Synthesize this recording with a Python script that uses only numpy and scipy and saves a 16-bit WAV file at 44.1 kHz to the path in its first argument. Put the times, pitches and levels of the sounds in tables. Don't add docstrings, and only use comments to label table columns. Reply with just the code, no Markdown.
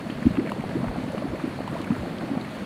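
import sys
import numpy as np
from scipy import signal
from scipy.fft import rfft, irfft
from scipy.io import wavfile
from scipy.ndimage import uniform_filter1d

SR = 44100
rng = np.random.default_rng(int(sys.argv[2]) if len(sys.argv) > 2 else 0)


def dump(signal):
    limited = np.clip(np.atleast_2d(signal).T, -1, 1)
    pcm = np.round(limited * 32767).astype(np.int16)
    wavfile.write(sys.argv[1], SR, pcm)


N = 116865

# frequency in Hz, relative spectral density in dB.
RUMBLE_SPECTRUM = [(15, -14), (35, -4), (70, -2), (105, -1.5), (180, -20), (500, -68)]
# peak time in seconds, level in dB, rise and decay times in seconds.
AIR_PUFFS = [(.165, -46, .03, .02), (0.267, -31, 0.011, 0.05), (.63, -46, .03, 0.053),
             (0.887, -33.5, 0.028, 0.033), (.955, -38, 0.014, .018), (1.309, -34, 0.036, 0.032),
             (1.61, -56, .03, .08), (1.92, -46, 0.015, 0.025)]
# frequency in Hz, relative spectral density in dB.
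STEAM_SPECTRUM = [(20, -32), (60, -12.5), (125, 2), (230, 3.5), (400, -7.5), (620, -2), (820, -16),
                  (1150, -13), (2000, -14.5), (2800, -19.5), (3900, -23), (4400, -24.5), (4900, -29),
                  (5600, -34), (7200, -35), (9800, -34.5), (12500, -41), (15500, -45)]
# time in seconds, gain in dB.
BOIL_VIGOUR = [(0, -2.5), (.2, -3.5), (.4, 0), (.85, 1), (1.1, 0.5), (1.7, -1), (2.1, -1), (2.38, 1.5),
               (2.5, -7.5), (2.65, -4.5)]
# peak time in seconds, centre frequency in Hz,
# bandwidth as a share of it, level in dB, decay time in milliseconds, level of the spray in dB.
MUD_SNAPS = [(0.098, 1500, .3, -33, 3.4, -62), (0.101, 2780, .14, -33.5, 4, -60),
             (.229, 1500, .33, -33, 8, -56), (.261, 2300, 0.24, -36.5, 4.4, -66),
             (0.355, 2400, .25, -33.5, 2.3, -60), (.3705, 1650, .38, -23.5, 1.1, -62),
             (0.3722, 2460, 0.17, -30, 1.4, -60), (0.373, 1200, 0.26, -24, 1.3, -60),
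             (.396, 1800, .3, -32, 3.4, -65), (.463, 1900, .2, -30, 2, -60),
             (0.4738, 1730, 0.34, -30.5, 5.9, -61), (0.493, 1780, 0.19, -26, 2.4, -58),
             (.499, 2800, 0.32, -39, 1.9, -44), (0.519, 3000, 0.13, -30, 1.6, -42),
             (.608, 1890, 0.33, -33, 2.4, -55), (0.693, 2300, 0.38, -35.5, 2.1, -54),
             (.709, 1650, .3, -35.5, 6, -58), (.843, 1150, .2, -31, 3, -62),
             (.884, 1500, 0.41, -33.5, 6.4, -58), (1.085, 1950, 0.22, -36, 2.9, -63),
             (1.120, 2000, .3, -44, 4, -49), (1.18, 2550, .15, -33.5, 2.7, -52),
             (1.357, 1940, 0.23, -34.5, 4.8, -58), (1.398, 1300, 0.35, -31, 9, -59),
             (1.678, 3100, 0.21, -35.5, 1.9, -46.5), (1.787, 2680, .3, -40, 3, -58),
             (1.816, 2900, .3, -37.5, 4.5, -47.5), (1.844, 2380, .12, -33, 5, -48.5),
             (1.875, 1550, 0.23, -30.5, 4, -57), (1.905, 845, .3, -28, 4, -64),
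             (1.906, 2100, .28, -38, 3.6, -62), (1.917, 1300, .25, -30, 3, -60),
             (1.931, 1400, 0.51, -41, 10, -60), (1.953, 1600, 0.17, -34.5, 4, -62),
             (1.965, 1100, .3, -29, 3, -50), (2.184, 3380, 0.28, -36.5, 2.2, -54),
             (2.210, 1600, 0.32, -32.5, 5.2, -60), (2.378, 1390, 0.26, -30.5, 2.8, -55),
             (2.400, 2100, .15, -39, 6.5, -62), (2.413, 3950, .08, -37, 3.5, -53.5),
             (2.449, 1350, .45, -33.5, 5.8, -60)]
# peak time in seconds, pitch in Hz, peak level in dB,
# decay time in milliseconds, glide at the peak in octaves per 10 milliseconds (negative falls).
LARGE_BUBBLES = [(.062, 650, -35, 8.7, 0.02), (.069, 196, -22.5, 3.7, -0.16), (.101, 280, -21.5, 4.9, 0.17),
                 (0.224, 203, -21.5, 5, -0.08), (0.2572, 245, -13, 3.4, -0.2), (.266, 87, -17, 11, -0.03),
                 (0.2697, 252, -4.2, 3.6, 0.022), (.280, 300, -22, 3.5, 0), (.309, 195, -22, 8.5, -0.19),
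                 (.376, 290, -21, 2.3, 0.069), (.3865, 253, -12, 6.8, 0.51),
                 (0.417, 267, -22.5, 5.1, -0.25), (.444, 300, -23.5, 5.2, 0.21),
                 (.452, 463, -27.5, 9.6, 0.071), (.474, 636, -27, 4.3, 0.16), (.505, 570, -27.5, 2.4, 0.51),
                 (.5197, 1020, -17.5, 0.9, 0.1), (0.523, 214, -21, 2.6, -0.49),
                 (.536, 510, -29, 2.6, -0.097), (.590, 135, -33, 17, -0.086), (.599, 218, -20, 3.5, -0.036),
                 (.640, 690, -23, 2.4, 0.61), (0.686, 132, -32, 9.3, -0.052), (.698, 370, -29.5, 4.8, 0.24),
                 (0.757, 275, -16.5, 8.5, .48), (.769, 230, -23, 6, -.2), (.775, 120, -29, 11, 0.082),
                 (.791, 215, -22.5, 4, -0.1), (.807, 210, -24, 3.5, 0), (.822, 140, -25, 6, 0.2),
                 (.835, 222, -16.3, 4.6, 0.05), (.8435, 630, -23, 2.6, 0.3), (.852, 220, -22.5, 4.5, 0),
                 (.874, 135, -28, 10, 0), (.904, 215, -24.5, 6, .1), (.883, 900, -31, 3.3, 0.32),
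                 (.914, 694, -24, 1, 0.017), (.9605, 690, -24, 1.5, 0.15), (0.986, 276, -24.5, 6.7, -0.041),
                 (1.039, 198, -25, 5, 0.53), (1.08, 289, -23.5, 3.7, -0.12), (1.134, 523, -28, 5.5, 0.21),
                 (1.149, 500, -17.5, 0.66, 0.11), (1.18, 1130, -31, 2.5, 0.058),
                 (1.2235, 590, -23, 3.4, 0.13), (1.245, 222, -20, 3.1, 0.3),
                 (1.256, 292, -18.5, 2.8, -0.22), (1.2645, 700, -29.5, 3, 0.1),
                 (1.335, 290, -23.5, 6.8, 0.47), (1.349, 537, -30, 10, 0.24),
                 (1.442, 275, -16.5, 3.7, 0.54), (1.459, 491, -31, 4.9, 0.21),
                 (1.479, 278, -19.5, 2.5, -0.11), (1.5905, 712, -24, 1.5, 0.098),
                 (1.604, 259, -28, 3.8, .1), (1.607, 520, -19.5, 0.84, 0.16), (1.678, 960, -23, 2.1, .1),
                 (1.732, 264, -22, 3.3, 0.39), (1.7545, 580, -22.5, 2.2, 0.5), (1.765, 900, -29, 6, 0.38),
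                 (1.806, 285, -22.5, 3.5, -0.12), (1.807, 1050, -30, 2, 0.22),
                 (1.9085, 210, -10.5, 3.1, -0.086), (1.914, 102, -29, 11, 0.025),
                 (1.9225, 275, -17, 8, -.2), (1.966, 402, -25.5, 1.8, -0.21),
                 (1.985, 128, -27.5, 18, -0.45), (2.033, 513, -26, 2, 0.6), (2.055, 710, -27.5, 1.7, .2),
                 (2.072, 290, -26, 4, .05), (2.235, 262, -23.5, 8.5, 0.31), (2.290, 620, -31, 7, .35),
                 (2.317, 245, -17, 5.5, .42), (2.335, 270, -22.5, 8.2, 0.013), (2.353, 560, -29, 3.5, .1),
                 (2.3735, 220, -16, 3.6, -0.05), (2.397, 215, -26, 6, 0), (2.379, 620, -21.5, 0.89, 0.25),
                 (2.407, 320, -27, 6, 0.15), (2.625, 199, -27.5, 10, 0.21)]


def amp(db):
    return 10 ** (np.asarray(db) / 20)


def unit(x):
    return x / np.sqrt(np.mean(x ** 2) + 1e-20)


def add(mix, start_s, sound):
    part = mix[max(round(start_s * SR), 0):][:len(sound)]
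    part += sound[:len(part)]


def envelope(t, rise, decay):
    return np.cos(np.pi / 2 * np.clip(t / rise, -1, 0)) ** 2 * np.exp(-np.maximum(t, 0) / decay)


def band_noise(size, hz, width):
    freqs = np.fft.rfftfreq(size, 1 / SR)
    bell = np.exp(-.5 * (np.log((freqs + 1) / hz) / width) ** 2)
    return unit(irfft(rfft(rng.standard_normal(size)) * bell, size))


def coloured(noise, spectrum):
    hz, db = np.transpose(spectrum)
    gain = amp(np.interp(np.log(np.fft.rfftfreq(N, 1 / SR) + 1), np.log(hz), db))
    return unit(irfft(rfft(noise) * gain, N))


def rumble(floor_db=-55):
    t = np.arange(N) / SR
    puffs = sum(amp(db) * envelope(t - s, rise, decay) for s, db, rise, decay in AIR_PUFFS)
    return (amp(floor_db) + puffs) * coloured(rng.standard_normal(N), RUMBLE_SPECTRUM)


def steam(level_db=-36.5, patch_db=1.13, swell_db=.71):
    frames, bins = N // 128 + 5, 257
    real, imag, patches = rng.standard_normal((3, frames, bins))
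    patches = uniform_filter1d(patches, size=9, axis=0)
    patches = unit(uniform_filter1d(patches, size=12, axis=1))
    swell = unit(uniform_filter1d(rng.standard_normal(frames), size=40))
    spectra = (real + 1j * imag) * amp(patch_db * patches + swell_db * swell[:, None])
    noise = signal.istft(spectra.T, nperseg=512, noverlap=384)[1][:N]
    return amp(level_db) * coloured(noise, STEAM_SPECTRUM)


def vent(level_db=-62):
    return amp(level_db) * band_noise(N, hz=4350, width=.035)


def cavity(hz, decay, octaves_per_s, rise_cycles=1.413, glide_s=.0265):
    rise = rise_cycles / hz
    t = np.arange(-rise, 8 * decay, 1 / SR)
    pitch = hz * 2 ** (octaves_per_s * glide_s * np.tanh(t / glide_s))
    hold = .68 * decay
    rounded_t = np.where(t > 0, np.hypot(t, hold) - hold, t)
    tone = np.sin(2 * np.pi * np.cumsum(pitch) / SR)
    return envelope(rounded_t, rise, decay) * tone, rise


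def crowd(low_hz, high_hz, per_s, spread_db, decay_cycles, octaves_per_cycle):
    out = np.zeros(N)
    pitches = np.geomspace(low_hz, high_hz, 32)
    for hz in pitches:
        decay_factor, glide_factor = rng.uniform(.5, 1.5, 2)
        strengths = amp(spread_db * np.minimum(rng.exponential(1, N), 3.5))
        bursts = strengths * (rng.random(N) < per_s / len(pitches) / SR)
        octaves_per_s = min(octaves_per_cycle * hz * glide_factor, 60)
        ring, _ = cavity(hz, decay_cycles * decay_factor / hz, octaves_per_s)
        out += signal.oaconvolve(bursts, ring)[:N]
    return unit(out)


def bubbling():
    glugs = crowd(100, 160, per_s=70, spread_db=1.6, decay_cycles=1.7, octaves_per_cycle=.02)
    gurgle = crowd(162, 333.5, per_s=221.5, spread_db=1.3, decay_cycles=1.07, octaves_per_cycle=.1)
    simmer = crowd(377.5, 1151, per_s=446.5, spread_db=1, decay_cycles=1, octaves_per_cycle=0)
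    patter = crowd(1106, 2350, per_s=482.5, spread_db=2.5, decay_cycles=2.5, octaves_per_cycle=-.48)
    fizz = crowd(5500, 11500, per_s=171, spread_db=2.5, decay_cycles=.5, octaves_per_cycle=1)
    vigour = amp(np.interp(np.arange(N) / SR, *np.transpose(BOIL_VIGOUR)))
    boil = amp(-46) * glugs + amp(-37) * gurgle + amp(-42) * simmer
    return vigour * boil + amp(-47) * patter + amp(-69) * fizz


def mounds(direct, scatter_db=-15):
    t = np.arange(0, .12, 1 / SR)
    tail = rng.standard_normal(len(t)) * envelope(t - .008, rise=.0041, decay=.028)
    return direct + amp(scatter_db) * signal.oaconvolve(direct, tail / np.linalg.norm(tail))[:N]


def spatter():
    out = np.zeros(N)
    t = np.arange(-.01, .05, 1 / SR)
    for peak_s, hz, width, db, decay_ms, spray_db in MUD_SNAPS:
        decay = decay_ms / 1000
        shape = envelope(t, .39 * decay, decay)
        snap = amp(db) * unit(shape * band_noise(len(t), hz, width))
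        spray = amp(spray_db) * unit(shape * band_noise(len(t), hz=7700, width=.33))
        tone_rms = np.sqrt(np.mean(shape ** 2) / 2)
        add(out, peak_s + t[0], (snap + spray) * tone_rms)
    return out


def plops():
    out = np.zeros(N)
    for peak_s, hz, db, decay_ms, glide in LARGE_BUBBLES:
        ring, rise = cavity(hz, decay_ms / 1000, octaves_per_s=glide * 100)
        add(out, peak_s - rise, amp(db) * ring)
    return out


def scene():
    background = bubbling() + steam() + vent() + rumble()
    return (background + mounds(plops() + spatter()))[None]


def record(dry, cutoff_hz=15700):
    lowpass = signal.firwin(511, cutoff_hz, window=("kaiser", 9), fs=SR)
    return signal.oaconvolve(dry, lowpass[None], "same")


dry = scene()
out = record(dry)
dump(out)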